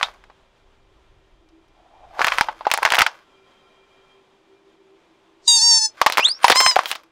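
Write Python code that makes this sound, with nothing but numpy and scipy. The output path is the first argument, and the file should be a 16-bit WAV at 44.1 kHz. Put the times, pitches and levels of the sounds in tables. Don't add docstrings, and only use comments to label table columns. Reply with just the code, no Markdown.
import sys
import numpy as np
from scipy import signal
from scipy.fft import rfft, irfft, next_fast_len
from scipy.io import wavfile
from scipy.ndimage import map_coordinates

SR = 44100
rng = np.random.default_rng(int(sys.argv[2]) if len(sys.argv) > 2 else 0)


def dump_mix(stems):
    frames = np.atleast_2d(stems).T
    limited = np.clip(frames, -1, 1)
    pcm = np.round(limited * 32767).astype(np.int16)
    wavfile.write(sys.argv[1], SR, pcm)


def volts_from_decibels(level):
    exponent = np.asarray(level, float) / 20
    return 10 ** exponent


N = 313551

# start in seconds, peak in dB, pitch of the air pocket in Hz, crack in dB.
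STRAY_BURSTS = [
    (0.0118, -10, 1140, -14),
    (0.0297, 2.5, 3600, -13.5),
    (0.0854, -27.5, 1090, -14),
    (0.1395, -42, 880, -4.5),
    (0.2394, -36, 1590, -12),
    (0.2991, -35.5, 1200, -24),
    (1.4891, -49.5, 5540, -1.5),
    (1.683, -54, 5500, 0),
]
CLIMB_BURSTS = [(2.2164, -1, 1647, -14), (2.2455, 1, 1770, -12), (2.2688, -3.5, 1608, -3.5),
                (2.2746, -6, 1064, -16), (2.2829, -2, 2338, -11.5), (2.3209, -3.5, 2496, -15),
                (2.336, -14, 1176, -10), (2.3769, -17.5, 2240, -9), (2.3845, 1, 1320, -10.5),
                (2.4103, 5, 933, -9.5), (2.4852, -16, 1450, -33.5), (2.4906, -19, 920, -33.5),
                (2.608, -23, 900, -29.5), (2.6522, -21, 1520, -26)]
CROSSING_BURSTS = [(2.7022, -17.5, 1223, -8), (2.715, 3, 2520, -1.5), (2.7385, 1, 830, 2.5),
                   (2.7445, -10, 1120, -13), (2.7756, -7.5, 900, 0), (2.7865, -12, 905, -15),
                   (2.8214, -17, 601, -16), (2.8266, -13, 755, -17), (2.8307, -1.5, 1040, -9),
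                   (2.8752, -8.5, 1394, -16), (2.8887, -17, 910, -8.5), (2.904, -5, 2890, -8.5),
                   (2.9162, -16, 870, -22), (2.9218, 1, 1720, -7), (2.9459, -3.5, 1980, -5),
                   (2.9537, -2, 2083, -6), (2.9684, -8, 1010, -4), (2.9826, -2.5, 1460, -18),
                   (2.9869, 2.5, 2900, -5.5), (2.9914, 2.5, 2277, -4), (3.0002, -2, 1416, -11.5),
                   (3.0079, 3, 2140, -11), (3.0183, 4.5, 2103, -5.5), (3.0208, 3.5, 1520, -8.5),
                   (3.0643, -5, 1470, -10.5), (3.0656, -1.5, 1680, -11)]
MIDDLE_TOY_BURSTS = [(6.0155, 7.5, 1170, -6), (6.063, 4.5, 1130, -3), (6.0999, -5.5, 1280, -6),
                     (6.1233, -6, 4300, -2), (6.1345, -12, 3750, -3.5), (6.1471, -19.5, 3088, -9),
                     (6.1536, -20.5, 1358, -9), (6.173, 0, 2160, -3), (6.1817, 4, 1140, -4.5),
                     (6.1933, -1.5, 810, -9), (6.1981, -3.5, 2220, -6.5), (6.2623, -20, 1900, -10.5),
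                     (6.2721, -20, 1930, -15), (6.2861, -18, 1910, 1)]
LAST_TOY_BURSTS = [(6.4334, -13.5, 2878, 0.5), (6.4393, -22.5, 3380, 0), (6.482, 4, 2010, -1),
                   (6.503, 4.5, 600, -7.5), (6.5114, -5, 1040, -3.5), (6.5178, 5, 3490, -7),
                   (6.523, 4, 2010, -4), (6.5587, -1, 1124, 0), (6.571, -6.5, 4996, -0.5),
                   (6.604, 3, 1580, -1.5), (6.611, -3.5, 1090, 1.5), (6.6632, 5.5, 1960, -8),
                   (6.7132, -11.5, 2054, -3), (6.7596, -4.5, 2240, -6), (6.788, -15, 1047, 1),
                   (6.835, -20.5, 1040, -0.5), (6.8578, -8, 3220, -6), (6.8925, -28, 3278, -2),
                   (6.9055, -19.5, 1138, -5), (6.9147, -5, 2890, -0.5), (6.928, -16, 2028, -8.5),
                   (6.9532, -18, 3550, -4.5), (6.9573, -18, 1251, -3), (7.0347, -40, 1250, 5)]
RINGING_BURSTS = [(2.1931, -8, 1140, -17.5), (2.2077, -9, 1117, -21.5), (2.6675, -7.5, 836.5, -23.5),
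                  (2.8512, 2, 1840, -8), (2.861, -1.5, 1692, -14), (2.9365, -3, 1663, -14),
                  (6.0667, 3.5, 1140, -9.5), (6.4437, 11.5, 978.5, -5.5), (6.4993, 5.5, 1165, -1),
                  (6.7646, 2.5, 750, -15), (6.7911, 0.5, 1244, -14.5)]
# frequency in Hz, level in dB per Hz.
ECHO_COLOUR = [(250, -39.5), (480, -12.5), (850, 4), (1650, -6.5), (3100, -7.5), (5200, -10.5), (9200, -27),
               (15500, -37.5)]
# frequency in Hz, time to fade by 60 dB in seconds.
ECHO_FADE = [(300, 0.57), (800, 0.085), (2000, 0.12), (6000, 0.14), (14000, 0.05)]

# time in seconds, pitch in Hz, level in dB.
FIRST_REED = [
    (5.48, 955.5, -8.5),
    (5.49, 951.5, -10.5),
    (5.569, 916.4, -13.5),
    (5.64, 922, -13),
    (5.706, 924.6, -11.5),
    (5.713, 908, -11),
    (5.762, 905.5, -12.5),
    (5.831, 878, -18),
    (5.86, 877.5, -16),
]
# time in seconds, width in seconds, pitch change in Hz, level change in dB.
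FALTERS = [
    (5.603, 0.017, -52, -4),
    (5.802, 0.013, -24, -5.5),
    (5.885, 0.021, -27.5, -5.5),
]
# frequency in Hz, level in dB when open, level in dB when squashed.
TOY_BODY = [(885, -18.5, -16), (1830, -33, -25), (2780, -22.5, -29), (3360, -16, -22.5), (3900, 3, -22),
            (4610, -0.5, 2.5), (5600, -7.5, -0.5), (5500, -19, 0), (5800, -13.5, -15), (6170, -2, -1),
            (8200, -10.5, -15), (9900, -14.5, -19), (10000, -26.5, -29.5), (15000, -45, -51)]
FOLDING_S = (5.55, 5.65)
# time in seconds, pitch in Hz, level in dB.
LAST_REED = [
    (6.54, 917, -48),
    (6.552, 972, -24),
    (6.565, 1024, -18.5),
    (6.585, 1043, -17),
    (6.62, 1054, -19.5),
    (6.655, 1037, -19.5),
    (6.7, 1028, -20.5),
    (6.735, 966, -32.5),
    (6.755, 965, -44),
]
# multiple of the pitch, level in dB.
LAST_REED_OVERTONES = [(1, -1), (2, -11), (3, -8.5), (4, -8), (5, 2.5), (6, -6), (7, -7), (8, -12),
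                       (9, -20), (10, -28), (11, -32.5), (12, -31), (13, -32.5), (14, -34.5)]
# time in seconds, pitch in Hz, level in dB.
RISING_WHISTLE = [
    (6.205, 2520, -17),
    (6.22, 2460, -33),
    (6.228, 2670, -16.5),
    (6.24, 2970, -22),
    (6.26, 3730, -8),
    (6.27, 3950, -23.5),
    (6.32, 4900, -24),
    (6.345, 5400, -39.5),
    (6.385, 5620, -46.5),
]
THIN_WHISTLE = [
    (6.415, 9120, -55.5),
    (6.45, 9150, -37),
    (6.5, 10630, -39),
    (6.512, 10700, -48.5),
]
BUBBLE_WHISTLE = [
    (.031, 3300, -26.5),
    (.045, 3700, -30),
    (.06, 3900, -43.5),
]

# start in seconds, hold in seconds, crinkle in dB.
SQUEEZES = [(0, .04, -36.5), (2.21, .19, -31), (2.5, .14, -54), (2.68, .02, -47), (2.83, .18, -33.5),
            (3.12, .08, -57), (6.0, .01, -41.5), (6.19, .02, -32.5), (6.44, .1, -32.5), (6.62, .1, -38.5),
            (6.79, .01, -32), (6.9, .1, -52.5)]
# frequency in Hz, level in dB per Hz.
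CRINKLE_COLOUR = [(200, -50.5), (350, -30), (520, -8), (750, -9.5), (1100, -2), (2000, -7.5), (3000, -14),
                  (5000, -16), (9700, -30), (14500, -33.5), (16000, -46.5)]
# start in seconds, hold in seconds, level in dB.
ROLL_SIGHS = [
    (1.79, 0.0091, -58.5),
    (1.86, .01, -59),
    (1.95, .01, -51),
    (2.045, 0.0078, -46),
    (2.115, .04, -58),
    (2.19, 0.011, -33.5),
]
# start in seconds, hold in seconds, hiss in dB.
LEAKS = [
    (6.45, .29, -51.5),
    (6.888, .015, -32.5),
]
# frequency in Hz, level in dB per Hz.
LEAK_COLOUR = [(880, -40), (1500, -3), (2050, -8), (3350, -3.5), (12600, -17), (15400, -7.5), (16000, -7),
               (16500, -20)]
# start in seconds, hold in seconds, level in dB.
REED_BREATHS = [
    (5.483, 0.0045, -32),
    (5.5, 0.34, -51.5),
    (5.565, .004, -42),
    (5.67, 0.023, -43),
]

# time in seconds, wind in dB, engine in dB.
IDLE_LEVELS = [(0, -60, -61.5), (.53, -61.5, -65), (1.21, -52.5, -66), (1.55, -60.5, -67),
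               (2.35, -53, -60.5), (3.13, -77.5, -63.5), (3.55, -76.5, -62.5), (4.1, -72.5, -62.5),
               (4.3, -86, -64.5), (5.15, -81, -64.5), (5.86, -80, -63), (7.11, -86, -67.5)]
# frequency in Hz, level in dB per Hz.
WIND_COLOUR = [(8.8, -39), (15, 1), (38, -1.5), (75, -12), (160, -20.5), (210, -49.5), (350, -120)]
# frequency in Hz, level in dB per Hz.
ENGINE_COLOUR = [(30, -7.5), (100, -7), (250, -2.5), (600, -1.5), (1000, -3), (1500, -8.5), (2800, -11.5),
                 (3400, -10), (4300, -18), (7000, -24), (12000, -38), (17000, -46.5)]
# frequency in Hz, width in Hz.
DRONE = [
    (328, 26),
    (388, 12),
]
# start in seconds, hold in seconds, level in dB.
LOW_DRONE_SWELLS = [
    (0.898, .1, -70.5),
    (1.522, .06, -57),
    (2.197, .9, -65),
    (4.451, 1.0, -64.5),
    (5.496, .05, -61.5),
    (5.9, 1.2, -66),
]
HIGH_DRONE_SWELLS = [
    (0, 1.55, -69),
    (3.3, 0.92, -63.5),
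    (4.52, 0.048, -60.5),
    (4.8, 0.082, -57),
    (5.45, 0.13, -55.5),
]
# frequency in Hz, width in Hz, level in dB.
ENGINE_WHINES = [(1040, 17, -1), (1355, 40, -3.5), (1860, 40, -9.5), (2380, 25, -0.5), (3190, 40, -3.5),
                 (3840, 30, -12.5), (4900, 50, -14)]
# start in seconds, hold in seconds, level in dB.
WHINE_SWELLS = [
    (0, 7.11, -80),
    (2.2, 1.95, -71),
]


def unit(x):
    return x / np.sqrt(np.mean(x ** 2) + 1e-20)


def along(points, hz):
    f, value = np.transpose(points)
    return np.interp(np.log(hz + 1), np.log(f + 1), value)


def curves(rows):
    s, *columns = np.transpose(rows)
    return [np.interp(np.arange(N) / SR, s, column) for column in columns]


def during(rows):
    t = np.arange(N) / SR
    return np.clip(np.minimum(t - rows[0][0], rows[-1][0] - t) / 0.0029, 0, 1)


def swells(rows, rise_db_s, fall_db_s):
    t = np.arange(N) / SR
    total = 0
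    for s, hold, db in rows:
        before, after = np.maximum(s - t, 0), np.maximum(t - s - hold, 0)
        total = total + volts_from_decibels(db - rise_db_s * before - fall_db_s * after)
    return total


def wobble(rate):
    knots = rng.standard_normal(int(N * rate / SR) + 4)
    return map_coordinates(knots, [np.arange(N) * rate / SR])


def filtered(x, response):
    m = next_fast_len(len(x) + 8192)
    return irfft(rfft(x, m) * response(np.fft.rfftfreq(m, 1 / SR)), m)[:len(x)]


def modes(rows):
    def response(f):
        total = 0
        for k, (centre, width, db) in enumerate(rows):
            band = 1j * f * width
            total = total + (-1) ** k * volts_from_decibels(db) * band / (centre ** 2 - f * f + band)
        return total
    return response


def noise(response):
    return unit(filtered(rng.standard_normal(N), response))


def coloured_noise(colour):
    return noise(lambda hz: volts_from_decibels(along(colour, hz)))


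def resonant_noise(hz, width):
    return noise(lambda f: modes([(hz, width, 0)])(f) ** 2)


def echo(length):
    hz, t, z = signal.stft(rng.standard_normal(length), SR, nperseg=128)
    fade = volts_from_decibels(-60 * t / along(ECHO_FADE, hz)[:, None])
    tail = signal.istft(z * fade, SR, nperseg=128)[1][:length]
    return tail / np.linalg.norm(tail)


def burst_near(db, hz, crack_db, muffled, ring_db, cycles, dull_hz):
    t = np.arange(1500) / SR
    turn = t * np.sqrt(hz * np.clip(4000 + 150 * crack_db, 900, 2600))
    swing = -np.exp(-((turn - .5) / .5) ** 2) * np.sin(2 * np.pi * turn)
    ring = -volts_from_decibels(ring_db - 60 * t * hz / cycles) * np.sin(2 * np.pi * hz * t)
    ring *= 1 - np.exp(-3 * t * hz)
    crack = np.diff(volts_from_decibels(-60 * t / 0.0011) * rng.standard_normal(len(t)), prepend=0)
    bright_hz = dull_hz * volts_from_decibels(0.086 * db)
    crack = filtered(crack, lambda f: 1 / (1 + 1j * f / bright_hz) ** 3)
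    near = swing + ring + volts_from_decibels(crack_db - 3.0) * crack / np.abs(crack).max()
    near = filtered(near, lambda f: 1 / (1 + 1j * f * muffled / 9000) ** 2)
    return near / np.abs(near).max()


def burst_echo(hz, crack_db):
    def colour(f):
        pocket = 1 + 1.8 * modes([(hz, .15 * hz, 0)])(f)
        brightness = (1 + f / 2500) ** ((crack_db + 7.5) / 11)
        return volts_from_decibels(along(ECHO_COLOUR, f)) * pocket * brightness

    t = np.arange(7000) / SR
    far = filtered(echo(7000), colour)
    far *= volts_from_decibels(-60 * t / 0.027) + volts_from_decibels(-13.0)
    far *= 1 - np.exp(-t / 0.00071)
    return far / np.sqrt(np.mean(far[100:400] ** 2))


def bursts(table, ring_db, cycles, dull_hz, bass_hz, wet_db):
    out = np.zeros(N + SR)
    for s, db, hz, crack_db in table:
        muffled = max(-12 - crack_db, 0)
        echo_db = wet_db - 0.06 * db + 0.6 * muffled
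        near = burst_near(db, hz, crack_db, muffled, ring_db, cycles, dull_hz)
        far = burst_echo(hz, crack_db)
        start = round(s * SR) - 4
        out[start:][:len(near)] += volts_from_decibels(db + 1.5) * near
        out[start + 20:][:len(far)] += volts_from_decibels(db + echo_db - 2.5) * far
    return filtered(out[:N], lambda f: (1j * f) ** 2 / (bass_hz ** 2 - f * f + 1.3j * f * bass_hz))


def all_bursts():
    climb = bursts(CLIMB_BURSTS, ring_db=-10, cycles=8, dull_hz=8600, bass_hz=750, wet_db=-18)
    crossing = bursts(STRAY_BURSTS + CROSSING_BURSTS, ring_db=-9.5, cycles=10, dull_hz=8600,
                      bass_hz=563, wet_db=-19.0)
    toys = bursts(MIDDLE_TOY_BURSTS + LAST_TOY_BURSTS, ring_db=-1.0, cycles=5.9, dull_hz=8700,
                  bass_hz=285, wet_db=-18.5)
    ringing = bursts(RINGING_BURSTS, ring_db=0.5, cycles=15, dull_hz=9000, bass_hz=420, wet_db=-16)
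    return climb + crossing + toys + ringing


def reed(pitch, levels_db, flutter_db):
    phase = 2 * np.pi * np.cumsum(pitch * (1 + 0.00077 * wobble(150))) / SR
    total = 0
    for k, db in levels_db:
        strength = volts_from_decibels(db + flutter_db * wobble(25))
        total = total + strength * np.cos(k * phase + 0.24 * k * k)
    return total


def first_squeaker():
    pitch, level_db = curves(FIRST_REED)
    t = np.arange(N) / SR
    for s, width, change_hz, change_db in FALTERS:
        falter = np.exp(-((t - s) / width) ** 2)
        pitch = pitch + change_hz * falter
        level_db = level_db + change_db * falter
    start, end = FIRST_REED[0][0], FIRST_REED[-1][0]
    blown = swells([(start, end - start, 0)], rise_db_s=3997.5, fall_db_s=900)
    squash = np.interp(t, FOLDING_S, [0, 1])
    hz, open_db, flat_db = np.transpose(TOY_BODY)
    levels_db = []
    for k in range(1, 18):
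        open_level = np.interp(k * pitch, hz, open_db)
        flat_level = np.interp(k * pitch, hz, flat_db)
        levels_db.append((k, (1 - squash) * open_level + squash * flat_level))
    total = np.sqrt(sum(volts_from_decibels(db) ** 2 for _, db in levels_db) / 2)
    return volts_from_decibels(level_db) * blown * reed(pitch, levels_db, flutter_db=0.0) / total


def last_squeaker():
    pitch, level_db = curves(LAST_REED)
    sound = reed(pitch, LAST_REED_OVERTONES, flutter_db=3.0)
    return volts_from_decibels(level_db + 1.5) * during(LAST_REED) * sound


def whistle(rows, octave_db=-90):
    pitch, level_db = curves(rows)
    too_high = np.maximum(pitch - 4720, 0)
    second_db = octave_db + .4 * level_db - .12 * too_high
    phase = 2 * np.pi * np.cumsum(pitch * (1 + .007 * wobble(400))) / SR
    main = volts_from_decibels(level_db + 2.5 * wobble(180)) * np.sin(phase)
    overtones = np.sin(2 * phase) + .15 * (pitch < 3600) * np.sin(3 * phase)
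    overtones = volts_from_decibels(second_db + 5.5 * wobble(160)) * overtones
    return np.sqrt(2) * during(rows) * (main + overtones)


def squeals():
    tones = first_squeaker() + last_squeaker()
    tones = tones + whistle(RISING_WHISTLE, octave_db=-24) + whistle(THIN_WHISTLE) + whistle(BUBBLE_WHISTLE)
    return tones + volts_from_decibels(-16) * signal.fftconvolve(tones, echo(9000))[:N]


def crinkle():
    snaps = rng.random(N) < 600 / SR
    snaps = snaps * volts_from_decibels(1.2 * rng.exponential(size=N)) * rng.standard_normal(N)
    grain = volts_from_decibels(-60 * np.arange(500) / SR / 0.016) * rng.standard_normal(500)
    grains = signal.fftconvolve(snaps, grain)[:N]
    rubbing = volts_from_decibels(3.2 * wobble(40)) * rng.standard_normal(N)
    mix = 0.84 * unit(grains) + 0.58 * unit(rubbing)
    mix = filtered(mix, lambda hz: volts_from_decibels(along(CRINKLE_COLOUR, hz)))
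    return swells(SQUEEZES, rise_db_s=331, fall_db_s=189.5) * unit(mix)


def roll_sigh():
    return swells(ROLL_SIGHS, rise_db_s=285, fall_db_s=380) * resonant_noise(740, 260)


def leak():
    gusts = volts_from_decibels(2 * wobble(47))
    return swells(LEAKS, rise_db_s=749, fall_db_s=502.5) * gusts * coloured_noise(LEAK_COLOUR)


def reed_breath():
    air = noise(lambda f: modes([(4600, 2200, 0), (8000, 3500, -4)])(f) ** 2)
    return swells(REED_BREATHS, rise_db_s=649, fall_db_s=454) * air


def idling_car():
    wind_db, engine_db = curves(IDLE_LEVELS)
    wind = volts_from_decibels(wind_db - 1.5 + 2 * wobble(11)) * coloured_noise(WIND_COLOUR)
    drone = 0
    for (hz, width), rows in zip(DRONE, [LOW_DRONE_SWELLS, HIGH_DRONE_SWELLS]):
        drone = drone + swells(rows, rise_db_s=60, fall_db_s=60) * resonant_noise(hz, width)
    whines = 0
    for hz, width, db in ENGINE_WHINES:
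        whines = whines + volts_from_decibels(db + 1.3 * wobble(0.99)) * resonant_noise(hz, width)
    whines = swells(WHINE_SWELLS, rise_db_s=30, fall_db_s=200) * whines
    wash = volts_from_decibels(engine_db + 3.5 + 1.0 * wobble(14)) * coloured_noise(ENGINE_COLOUR)
    return wind + drone + wash + whines


def scene():
    air = roll_sigh() + leak() + reed_breath()
    mix = all_bursts() + squeals() + crinkle() + air + idling_car()
    return mix[None]


def band_limit(x):
    return signal.sosfilt(signal.butter(12, 16810, fs=SR, output="sos"), x)


def record(dry):
    hardness = 8
    clipped = dry / (1 + np.abs(dry) ** hardness) ** (1 / hardness)
    finished = filtered(clipped[0], lambda hz: np.clip((16400 - hz) / 800, .1, 1))[None]
    return band_limit(finished)


dry = scene()
out = record(dry)
dump_mix(out)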